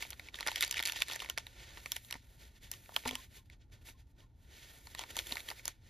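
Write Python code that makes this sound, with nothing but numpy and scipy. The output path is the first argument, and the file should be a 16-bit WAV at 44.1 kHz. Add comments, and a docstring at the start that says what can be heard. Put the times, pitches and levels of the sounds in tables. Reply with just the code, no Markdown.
"""A hand presses, shuffles and slides foil-wrapped card packs on a rubber mat in a quiet room.
Skin, foil and mat rub with a hiss of shaped noise; creases in the foil snap as brief rings and noise bursts.
Packs land and the hand pats the pile: clicks set the modes of pack, mat and table ringing.
A rubbing pack squeaks in faint wavering tones; filtered noise makes the room's rumble and a hum.
Two microphone ports close together pick it up, with short diffuse echoes and a faint hiss between strokes."""
import sys
import numpy as np
from scipy import signal
from scipy.fft import rfft, irfft
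from scipy.io import wavfile

SR = 44100
rng = np.random.default_rng(int(sys.argv[2]) if len(sys.argv) > 2 else 0)


def volts_from_decibels(level):
    """Turn decibel levels (scalar or array-like) into linear amplitude factors."""
    exponent = np.asarray(level, float) / 20
    return 10 ** exponent


def wrap_up_sound(samples):
    """Save the sound to the file named by the first command line argument, as 16-bit audio."""
    columns = np.atleast_2d(samples).T
    # keep every value between -1 and 1, then stretch to whole-number steps
    tamed = np.clip(columns, -1, 1)
    steps = np.round(tamed * 32767).astype(np.int16)
    wavfile.write(sys.argv[1], SR, steps)


N = 259749   # length [samples]
FIRM_DB = -48   # rubbing level that counts as firm
ROOM_DB = -28.5   # echoes re direct sound


def rms_one(x):
    """Scale to unit rms."""
    return x / np.sqrt(np.mean(x ** 2) + 1e-20)


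def band(x, low_hz, high_hz):
    """Band-pass."""
    edges_hz = [low_hz, min(high_hz, .45 * SR)]
    return signal.sosfilt(signal.butter(2, edges_hz, "band", fs=SR, output="sos"), x)


def at_hz(points, column):
    """A table column on the FFT grid, straight on a log-frequency axis."""
    hz = np.maximum(np.arange(N // 2 + 1) * SR / N, 1)
    points = np.array(points)
    return np.interp(np.log(hz), np.log(points[:, 0]), points[:, column])


def drift(rate_hz):
    """Slow chance of unit rms: noise through a double low-pass."""
    r = np.exp(-2 * np.pi * rate_hz / SR)
    slow = signal.lfilter([1], [1, -2 * r, r * r], rng.standard_normal(N + SR))
    return rms_one(slow[SR:])   # skips the first second, while the filter settles


def ring(clicks, hz, t60):
    """A unit click sets a decaying sine of height 1 ringing, as in a struck resonance."""
    r = volts_from_decibels(-60 / (t60 * SR))
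    w = 2 * np.pi * hz / SR
    return signal.lfilter([0, np.sin(w)], [1, -2 * r * np.cos(w), r * r], clicks + 1e-18)


def swell(t, rise_s, fall_s):
    """Exponential rise to 1 at t = 0, exponential fall."""
    return np.exp(np.where(t < 0, t / rise_s, -t / fall_s))


def hand():
    """Strokes swell and fade and add in power over a faint steady hiss: level and treble, in dB."""
    # strokes of the hand: (time of peak [s], rubbing level [dB], rise [ms], fall [ms],
    # treble re rubbing [dB])
    strokes = [(0.031, -46.5, 32, 31, -7), (0.128, -59.5, 184, 28, -3), (0.195, -64, 57, 21, -3),
               (0.264, -57.5, 67, 39, -10), (0.355, -53, 20, 54, -10), (0.407, -49.5, 29, 52, -10.0),
               (0.48, -42, 20, 51, -8.0), (0.571, -46, 57, 57, -9), (0.63, -37.5, 34, 55, -13),
               (0.72, -47.5, 40, 34, -11), (0.778, -42.5, 28, 49, -18), (0.868, -44.5, 21, 56, -6),
               (0.966, -48.5, 34, 24, -12), (1.014, -43, 58, 27, -8), (1.116, -42.5, 48, 47, -11),
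               (1.208, -46, 18, 57, -10.0), (1.295, -53.5, 30, 42, -9), (1.386, -54.5, 17, 42, -11),
               (1.475, -62.5, 46, 85, -6), (1.634, -55, 93, 170, -11.5), (1.775, -55, 47, 31, -6.5),
               (1.884, -59.5, 100, 152, -1.5), (1.966, -54.5, 88, 28, -1), (2.05, -66.5, 21, 40, 8),
               (2.136, -59, 60, 75, -10.5), (2.306, -71.5, 100, 197, -0.5), (2.418, -58.5, 31, 77, -6),
               (2.565, -64.5, 24, 20, -9.0), (2.637, -58.5, 23, 67, -7.0), (2.728, -55.5, 18, 55, -3),
               (2.883, -66, 180, 304, 2.5), (2.972, -52.5, 35, 55, -2), (3.079, -43.0, 26, 15, -9),
               (3.135, -51.0, 47, 31, -11), (3.224, -57.5, 170, 39, -5.0), (3.363, -55.5, 40, 35, -3.5),
               (3.463, -80, 29, 26, -3), (3.53, -63.5, 24, 21, -21), (3.619, -68, 16, 20, -27),
               (3.729, -62.5, 11.5, 45, -9), (3.822, -69.5, 21, 16, -4), (3.878, -53, 22.3, 37, -3),
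               (4.005, -68, 40, 20, -7.5), (4.11, -81, 32, 22, 0.5), (4.203, -66.5, 28, 44, -9.0),
               (4.436, -75.5, 65, 85, -1.5), (4.57, -57, 78, 200, -9), (4.74, -65, 123, 110, 1.5),
               (4.87, -68.5, 48, 104, 6), (4.917, -61.5, 76, 81, -7), (5.015, -47.5, 48, 27, -9),
               (5.111, -55.5, 60, 28, -6.0), (5.191, -46.5, 41, 31, -3), (5.326, -49.5, 116, 39, -1),
               (5.397, -52.5, 83, 32, -1), (5.502, -51, 63, 29, -2), (5.584, -57, 58, 34, -5.0),
               (5.681, -52, 37, 33, -6.5), (5.722, -70.5, 18, 56, -7.5), (5.888, -66, 66, 16, -9)]
    roundness = 1.5   # 1 = pointed strokes, 2 = bell-shaped
    edge_db = 10   # drop after one rise or fall time
    floor_db, floor_treble_db = -86.5, -6   # faint steady microphone hiss left between strokes; its treble re that
    t = np.arange(0, N + 32, 32) / SR
    s, db, rise_ms, fall_ms, treble_db = np.transpose(strokes)[:, :, None]
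    side_ms = np.maximum(np.where(t < s, rise_ms, fall_ms), 8)
    away = 1000 * np.abs(t - s) / side_ms
    power = volts_from_decibels(2 * (db - edge_db * away ** roundness))
    level = power.sum(0) + volts_from_decibels(2 * floor_db)
    treble = (power * volts_from_decibels(2 * treble_db)).sum(0) + volts_from_decibels(2 * (floor_db + floor_treble_db))
    return [np.interp(np.arange(N) / SR, t, 10 * np.log10(p)) for p in (level, treble)]


def crackle(usual_per_s=400, fade_s=0.0012):
    """Tiny creases give way in clumps, each a dry broadband burst of a few milliseconds."""
    sizes = np.minimum(rng.exponential(1, N), 4)
    sizes = volts_from_decibels(0.0 * sizes)   # at 0 dB of spread all bursts are born alike
    born = rng.random(N) < usual_per_s * volts_from_decibels(5.0 * drift(25)) / SR
    t = np.arange(-150, 150) / SR
    bursts = signal.fftconvolve(sizes * born, swell(t, fade_s, fade_s), "same")
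    return rms_one(bursts * rng.standard_normal(N))


def rubbing(level_db, treble_db, low_edge_hz=1650, treble_edge_hz=8000, trim_db=-1.0):
    """Skin, foil and mat slide on each other: a hiss in three registers that carries the fine crackle."""
    # microphone colour on the hiss, close by: (frequency [Hz], level [dB per Hz])
    colour = [(100, -36), (200, -8), (350, 6), (800, 1), (1200, -3), (1600, -0.5), (2200, -2.8),
              (2800, -5.5), (3500, -2.5), (5600, -10), (6500, -7.5), (8300, -10), (11700, -13.5),
              (15500, -14.5), (16300, -22)]
    firmer_db = level_db - FIRM_DB
    # the low register gains less from firmer rubbing, and comes and goes on its own
    low_db = level_db - 13.5 - 0.35 * firmer_db + 2 * drift(2.7)
    grain_db = np.maximum(1 + 0.6 * firmer_db, -7.0)   # crackle re hiss
    hiss = rng.standard_normal(N) * volts_from_decibels(1.3 * drift(35))   # flickers
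    raw = hiss + volts_from_decibels(grain_db) * crackle()
    raw /= np.sqrt(1 + volts_from_decibels(2 * grain_db))
    hz = np.arange(N // 2 + 1) * SR / N
    low = 1 / (1 + (hz / low_edge_hz) ** 14)
    treble = 1 - 1 / (1 + (hz / treble_edge_hz) ** 6)
    shares = np.array([1 - low - treble, treble, low])   # the registers add up without gaps
    parts = irfft(rfft(raw) * volts_from_decibels(at_hz(colour, 1)) * shares, N)
    levels_db = [level_db, treble_db, low_db]
    return sum(volts_from_decibels(db + trim_db) * rms_one(part) for db, part in zip(levels_db, parts))


def background():
    """Building rumble in slow swells and a wavering hum (noise in a resonance), nearly alike at both ports."""
    # rumble of the room, relative: (frequency [Hz], level [dB per Hz])
    rumble_shape = [(12, -27), (20, -7.5), (49, 4.5), (75, 2.5), (121, -5.5), (172, -14), (264, -14),
                    (604, -37), (709, -32.5), (900, -27.5), (1170, -56.5), (1980, -120)]
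    rumble_db, hum_db, hum_hz = -60, -71, 116.2
    mid, side = irfft(rfft(rng.standard_normal((2, N))) * volts_from_decibels(at_hz(rumble_shape, 1)), N)
    apart = band(side, 60, 1000) * volts_from_decibels(-14.0) * np.array([[1], [-1]])
    rumble = volts_from_decibels(rumble_db + 0.87 * drift(6.3)) * rms_one(mid + apart)
    hum = rms_one(ring(rng.standard_normal(N), hum_hz, 0.94))
    return rumble + volts_from_decibels(hum_db) * hum


def snaps(rows, usual_length_s=0.00079, spread=0.42, rasp=1.9, trim_db=(3.5, 3.5, -0.7, 3.5)):
    """A buckle runs along a crease for a millisecond: treble first, then the foil facets ring, the pack last."""
    out = np.zeros(N + 768)
    t = np.arange(768) / SR - .004
    chance = rng.standard_normal((len(rows), 2, 768))   # noise; its first values also serve as single draws
    for (s, peak_db, hz, treble_db, body_db), (a, b) in zip(rows, chance):
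        length = usual_length_s * np.exp(0.18 * a[0])   # creases differ in length
        facet_hz = hz * np.exp(spread * b[:3])
        facets = sum(np.sin(2 * np.pi * facet_hz[k] * t + 3 * b[k + 4]) for k in range(3))
        tone = np.sin(2 * np.pi * hz * t + 3 * b[8]) + 0.15 * facets + rasp * band(b, 1840, 4240)
        main_ring = tone * np.exp(-(t / length) ** 2)
        upper_ring = band(a, 4300, 10000) * np.exp(-((t + 0.0001) / length) ** 2)
        treble = band(b, 4300, 13500) * np.exp(-((t + 0.00081) / length) ** 2)
        body = band(band(a, 630, 1090), 460, 1800) * swell(t - .0006, 0.00047, 0.0014)
        # the upper ring follows part of the treble's swing, with chance of its own
        upper_db = -4.5 + 0.57 * treble_db + 6.5 * a[1]
        parts = [main_ring, upper_ring, treble, body]
        i = round(s * SR) - round(-t[0] * SR)
        for part, db, trim in zip(parts, [0, upper_db, treble_db, body_db], trim_db):
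            out[i:i + 768] += volts_from_decibels(peak_db + db + trim) * part / np.abs(part).max()
    return out[:N]


def small_snaps(level_db, count=360, firm_per_s=45):
    """Lesser creases give way at random, more often (up to firm) and louder the firmer the rubbing."""
    when, luck, pitch = rng.random((count, 3)).T
    size, treble, body = rng.standard_normal((count, 3)).T
    s = .01 + when * (N / SR - .03)
    here_db = level_db[(s * SR).astype(int)]
    peak_db = here_db + 5.5 + 3.0 * size
    ring_hz = 1900 * 2.4 ** pitch
    rows = np.transpose([s, peak_db, ring_hz, -15 + 5.4 * treble, -17 + 2.4 * body])
    rate_per_s = firm_per_s * np.minimum(volts_from_decibels(2 * (here_db - FIRM_DB)), 1)
    return snaps(rows[luck * count * SR / N < rate_per_s])


def knocks(contact_hz=1500, trim_db=-3.5):
    """Each soft blow strikes every mode with a strength of its own; a hand on the pack shortens the ring."""
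    # a pack lands and bounces, the hand pats the pile, before trim:
    # (time [s], peak level [dB], freedom to ring [0-1])
    blows = [(2.154, -42.5, 0), (3.058, -36, 0.53), (3.074, -40.5, 0.44), (3.11, -44.5, 0.47),
             (3.129, -41, 0.43), (5.166, -44.5, 0), (5.322, -39, 0.11)]
    # modes of pack, mat and table left free: (frequency [Hz], level re blow [dB], 60 dB decay time [s])
    modes = [(123, -5.5, 0.07), (252.3, -2, 0.31), (480, 0, 0.079), (748, 2.5, 0.11), (1010, -4, 0.1)]
    out = np.zeros(N)
    strength_db = rng.normal(0, 2.5, (len(blows), len(modes)))
    for (s, peak_db, free), own_db in zip(blows, strength_db):
        i = round(s * SR)
        click = np.zeros(min(SR // 2, N - i))
        click[0] = volts_from_decibels(peak_db + trim_db)
        for (hz, level_db, t60), db in zip(modes, own_db):
            out[i:i + len(click)] += volts_from_decibels(level_db + db) * ring(click, hz, t60 * np.clip(free, .1, 1))
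    return signal.lfilter(*signal.butter(1, contact_hz, fs=SR), out)   # soft contact dulls the blow


def squeaks(usual_hz=1045):
    """A pack rubs on the mat with short, faint, slightly wavering tones: sines under bell-shaped swells."""
    # squeaks on the mat: (time of peak [s], peak level [dB], length [s])
    rubbed_tones = [(3.13, -57, 0.048), (3.189, -54.5, 0.024), (3.395, -71, 0.04), (3.954, -71, 0.025),
                    (4.236, -71, 0.036)]
    t = np.arange(N) / SR
    hz = usual_hz * (1 + 0.0095 * drift(24))
    tone = np.sin(2 * np.pi * np.cumsum(hz) / SR)
    return tone * sum(volts_from_decibels(db) * np.exp(-(2 * (t - s) / length) ** 2) for s, db, length in rubbed_tones)


def room(x, t60_s=0.045):
    """Nearby boxes and walls send back short diffuse tails, one shared by the ports and one for each."""
    t = np.arange(SR // 3) / SR
    tails = rng.standard_normal((3, len(t))) * volts_from_decibels(-60 * t / t60_s) * (t > .002)
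    tails /= np.sqrt(np.sum(tails ** 2, axis=1, keepdims=True))
    return volts_from_decibels(ROOM_DB) * signal.fftconvolve(x[None], tails, axes=1)[:, :N]


def ports(near, diffuse):
    """The ports differ in level and phase by frequency; where they are less alike, each hears its own echoes."""
    # the two microphone ports: (frequency [Hz], left minus right [dB], likeness [0-1])
    port_balance = [(100, 1.5, 0.94), (714, 0, 0.8), (1330, 4.5, 0.49), (1310, -6.5, 0.6),
                    (1570, -10.5, 0.4), (1710, -7, 0.8), (1800, -4.5, 0.94), (2480, -2, 0.98),
                    (2950, -0.2, 0.98), (5100, 0, 1), (5400, -1.5, 0.78), (6700, 0.5, 1), (8800, 0.4, 0.99),
                    (12000, -0.2, 1), (15000, .1, 0.9)]
    # phase between the ports: (frequency [Hz], lead of the left [radians])
    port_lead = [(1400, .1), (1460, 2.9), (1640, 3.0), (1700, .15), (2950, .25), (4400, 0), (5000, 0),
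                 (6000, -.8), (7000, -1.6), (8400, -3.14), (10000, -4.7), (11500, -5.9), (12800, -6.7),
                 (14200, -8.4), (15200, -9.4)]
    half = np.exp(.5j * at_hz(port_lead, 1)) * volts_from_decibels(at_hz(port_balance, 1) / 2)
    alike = np.clip(at_hz(port_balance, 2), 0, 1)
    tails = rfft(diffuse)
    both = (rfft(near) + tails[0]) * np.array([half, 1 / half]) * np.sqrt(alike)
    own = tails[1:] * volts_from_decibels(-ROOM_DB) * np.sqrt(1 - alike)   # raised back to the level of the direct sound
    return irfft(both + own, N)


def scene():
    """Everything near passes the ports; the rumble fills the room."""
    # creases that buckle, before trim: (time [s], peak level [dB], facet ring [Hz],
    # treble re peak [dB], pack body re peak [dB])
    buckles = [(0.0088, -46, 3380, -6.5, -5.5), (0.0247, -32, 2120, -8.0, -16),
               (0.0266, -32, 2110, -6, -15), (0.0517, -41.5, 2240, -8, -7.5),
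               (0.1058, -40.5, 4600, 13.5, -21.5), (0.11, -39.5, 3270.0, -7, -20.5),
               (0.1238, -42.5, 2950.0, -16.0, -8), (0.1313, -36.5, 3170, -19, -33),
               (0.1969, -35, 2080, -7.5, -20.5), (0.2873, -39.5, 2230, -13.0, -16.5),
               (0.3436, -33, 3600, -13, -16), (0.3568, -37.5, 3380, -6.5, -20.5),
               (0.389, -36.5, 1880, -7, -16), (0.402, -36.5, 2560, -14, -12),
               (0.4084, -28.0, 4120, -4.5, -9), (0.429, -32.5, 2070.0, -19, -16),
               (0.4661, -27.5, 1950, -5, -11.5), (0.4739, -26, 3380, 3.0, -7.5),
               (0.4823, -25.5, 2120, -12, -16), (0.4859, -25, 2110.0, -14, -7.5),
               (0.5173, -31.0, 3900.0, -4, -8.5), (0.5598, -23, 3210, -2.0, -26.5),
               (0.5714, -35.5, 2050.0, -12, -12), (0.6094, -23.5, 3700, 0.5, -23.5),
               (0.6193, -33.5, 3230.0, 6.5, -21.5), (0.626, -20.5, 2200, -1, -21.5),
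               (0.6318, -19.5, 2090, -13, -27.5), (0.6383, -24, 4050, -8.5, -17.5),
               (0.6487, -33.5, 2240.0, 1, -15.5), (0.6679, -40, 4500, 3.0, -16.0),
               (0.6792, -35.5, 4690.0, 5, -15.5), (0.6957, -40.5, 4720, -2.0, -13),
               (0.7121, -29, 3100, 0.5, -22.5), (0.7263, -30, 4730, -2.5, -18.5),
               (0.7433, -29, 3060.0, -4, -28.5), (0.7554, -38.5, 3170.0, -8.5, -12.5),
               (0.7608, -33.5, 3010.0, -9, -29.0), (0.771, -29, 2300, -11.5, -22.5),
               (0.7735, -37.5, 2300.0, -12, -22.5), (0.7776, -32.5, 2130.0, -9, -23.5),
               (0.7802, -27, 2110.0, -21, -24), (0.7831, -36, 3145, -4.0, -22),
               (0.7937, -23.5, 2300, -14, -24), (0.8015, -24, 2100, -14, -26), (0.808, -34, 4370.0, 0, -14),
               (0.8276, -26.0, 3360.0, 0.5, -29), (0.8368, -31, 3370, -7, -19.5),
               (0.8547, -30, 2280.0, -9.5, -21.5), (0.8593, -24, 4500, -3.5, -29.5),
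               (0.8627, -30, 3270, -4, -23), (0.871, -38.5, 2230, -8.5, -18.5),
               (0.8743, -24.5, 4530, -0.5, -26.5), (0.8799, -35, 3370, -5.5, -16.5),
               (0.8859, -26.5, 2410, -10, -27.5), (0.8976, -25.5, 2660, -4.5, -23.5),
               (0.9224, -29.5, 4360, 4.5, -24.5), (0.9345, -37.5, 3580, -1.5, -9.5),
               (0.9603, -31.5, 3254, -13, -17), (0.9636, -35.0, 2107, -19, -9.5),
               (1.0049, -36.5, 3880.0, 2.5, -11.5), (1.0131, -38.5, 3590, -11, -10),
               (1.0174, -32.5, 4590.0, -3.5, -8.5), (1.0213, -18.0, 3510, -1.5, -21.5),
               (1.0845, -39, 2170.0, -6, -15.5), (1.0995, -30.0, 3700.0, -9, -7),
               (1.1208, -34, 3500, -6, -8), (1.1246, -36, 4440.0, -5.5, -11.5),
               (1.1348, -35, 3730.0, 6, -11), (1.1567, -42.5, 2000.0, 6, -17),
               (1.161, -34.5, 1830, -0.5, -9), (1.1941, -38.5, 4010.0, -11.0, -22.5),
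               (1.2032, -30, 3550, -5.5, -25), (1.2207, -37.5, 1900, -1, -1), (1.2469, -39, 2200.0, -6, -7),
               (1.261, -39.5, 2090.0, -10, -14), (1.2897, -38.5, 2170.0, -15.5, -12.5),
               (1.2994, -26.0, 3000, 1.5, -15), (1.3773, -23.5, 2110, -8, -15.5),
               (1.3834, -32.5, 3300, -4.5, -12), (1.4684, -35.5, 3860, -5.5, -17),
               (1.7738, -43, 1900, -6.5, -3), (1.8603, -31.5, 2350, -10, -13),
               (1.9203, -25.5, 3400, 9.0, -20.5), (1.962, -38, 3960, 6, -16.5),
               (1.9655, -30.0, 3130, -1.5, -14.5), (2.0488, -50.5, 3680, -4, -13),
               (2.1051, -43.5, 2070.0, -20, -25), (2.1104, -33, 4130, 4, -19),
               (2.1267, -26.5, 2900, -0.5, -17.0), (2.1415, -39.0, 2000.0, -20, -9),
               (2.155, -44.5, 1920.0, -14.5, -0.5), (2.7166, -35.5, 4690.0, 14.5, -18.5),
               (2.7383, -41, 3080, -7, -15), (2.8605, -51, 2480, -12.5, -18),
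               (2.8924, -47.5, 1700, -10.5, 4.5), (2.921, -53.5, 1800, -6, 0.5),
               (2.9642, -19.5, 3170, -6, -12), (3.0381, -45, 2170, -10, -9.5),
               (3.054, -37.5, 2480.0, -20, -2.5), (3.0581, -34, 2150.0, -11.5, 4),
               (3.0773, -34, 2520.0, 1.5, -9), (3.0822, -30.5, 3270, 1, -16),
               (3.092, -29.5, 2290, -5.5, -19), (3.1112, -30, 3240, -5.0, -7.5),
               (3.1548, -27, 2980, 1, -13.5), (3.5004, -48.0, 2150, -3.5, -20),
               (3.8877, -49, 2710, 2, -2.5), (4.2055, -56, 3200, -16, -21),
               (4.8714, -42.5, 4400, -11.0, -8), (4.9498, -34.5, 1860, -1.5, -8.0),
               (4.9863, -41.5, 3230.0, -8.0, -14), (4.9929, -33.0, 3030, -7.0, -6),
               (5.0105, -42, 3340.0, -9.0, -3), (5.0161, -39.5, 3510.0, -2.5, -4.5),
               (5.0308, -43.5, 3490, -13.5, -5.5), (5.038, -37, 2220.0, -10, -4),
               (5.1062, -43.5, 3040, -3, -20.5), (5.1575, -38.5, 1890.0, -6.0, -18),
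               (5.1679, -29.5, 3300, 1.0, -7.5), (5.1871, -47.5, 1810.0, 10.0, -10),
               (5.1904, -24, 3370, -8, -20.5), (5.1969, -38.0, 1690, -9.5, -10),
               (5.278, -51, 3730, -4, -17.5), (5.3112, -39.0, 3060.0, -7.0, -11),
               (5.3198, -39.5, 3600, 4.5, -12), (5.3234, -24.5, 4000, -5.5, -14),
               (5.356, -35, 4120, -0.5, -7.5), (5.3702, -28, 2110.0, -13.5, -19.0),
               (5.3814, -38.5, 2070.0, -9, -21.5), (5.3982, -41, 2050.0, -10.5, -26),
               (5.4048, -37, 3820, -5, -25.5), (5.488, -33.0, 3140.0, -10, -19),
               (5.5032, -32.5, 4690.0, 0.5, -17), (5.5071, -42.5, 3960, 2, -5.5),
               (5.5146, -38.5, 1940, -7, 1.0), (5.5956, -43, 2170, -18, -17.5),
               (5.6561, -36.5, 3740, 14, -8), (5.68, -30.5, 3530, 2, -7), (5.6904, -48, 2260, -5, -16.5)]
    level_db, treble_db = hand()
    near = snaps(buckles) + rubbing(level_db, treble_db) + knocks() + squeaks()
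    far = background()
    near = near + small_snaps(level_db)
    return ports(near, room(near)) + far


def band_limit(x):
    """A steep low-pass at the top of the band."""
    return signal.sosfilt(signal.butter(12, 16680, fs=SR, output="sos"), x)


def record(dry):
    """A steep low-pass cuts the top, 50 dB down from 16.4 kHz."""
    cut = signal.sosfilt(signal.cheby2(10, 50, 16400, fs=SR, output="sos"), dry)
    return band_limit(cut)


dry = scene()
out = record(dry)
wrap_up_sound(out)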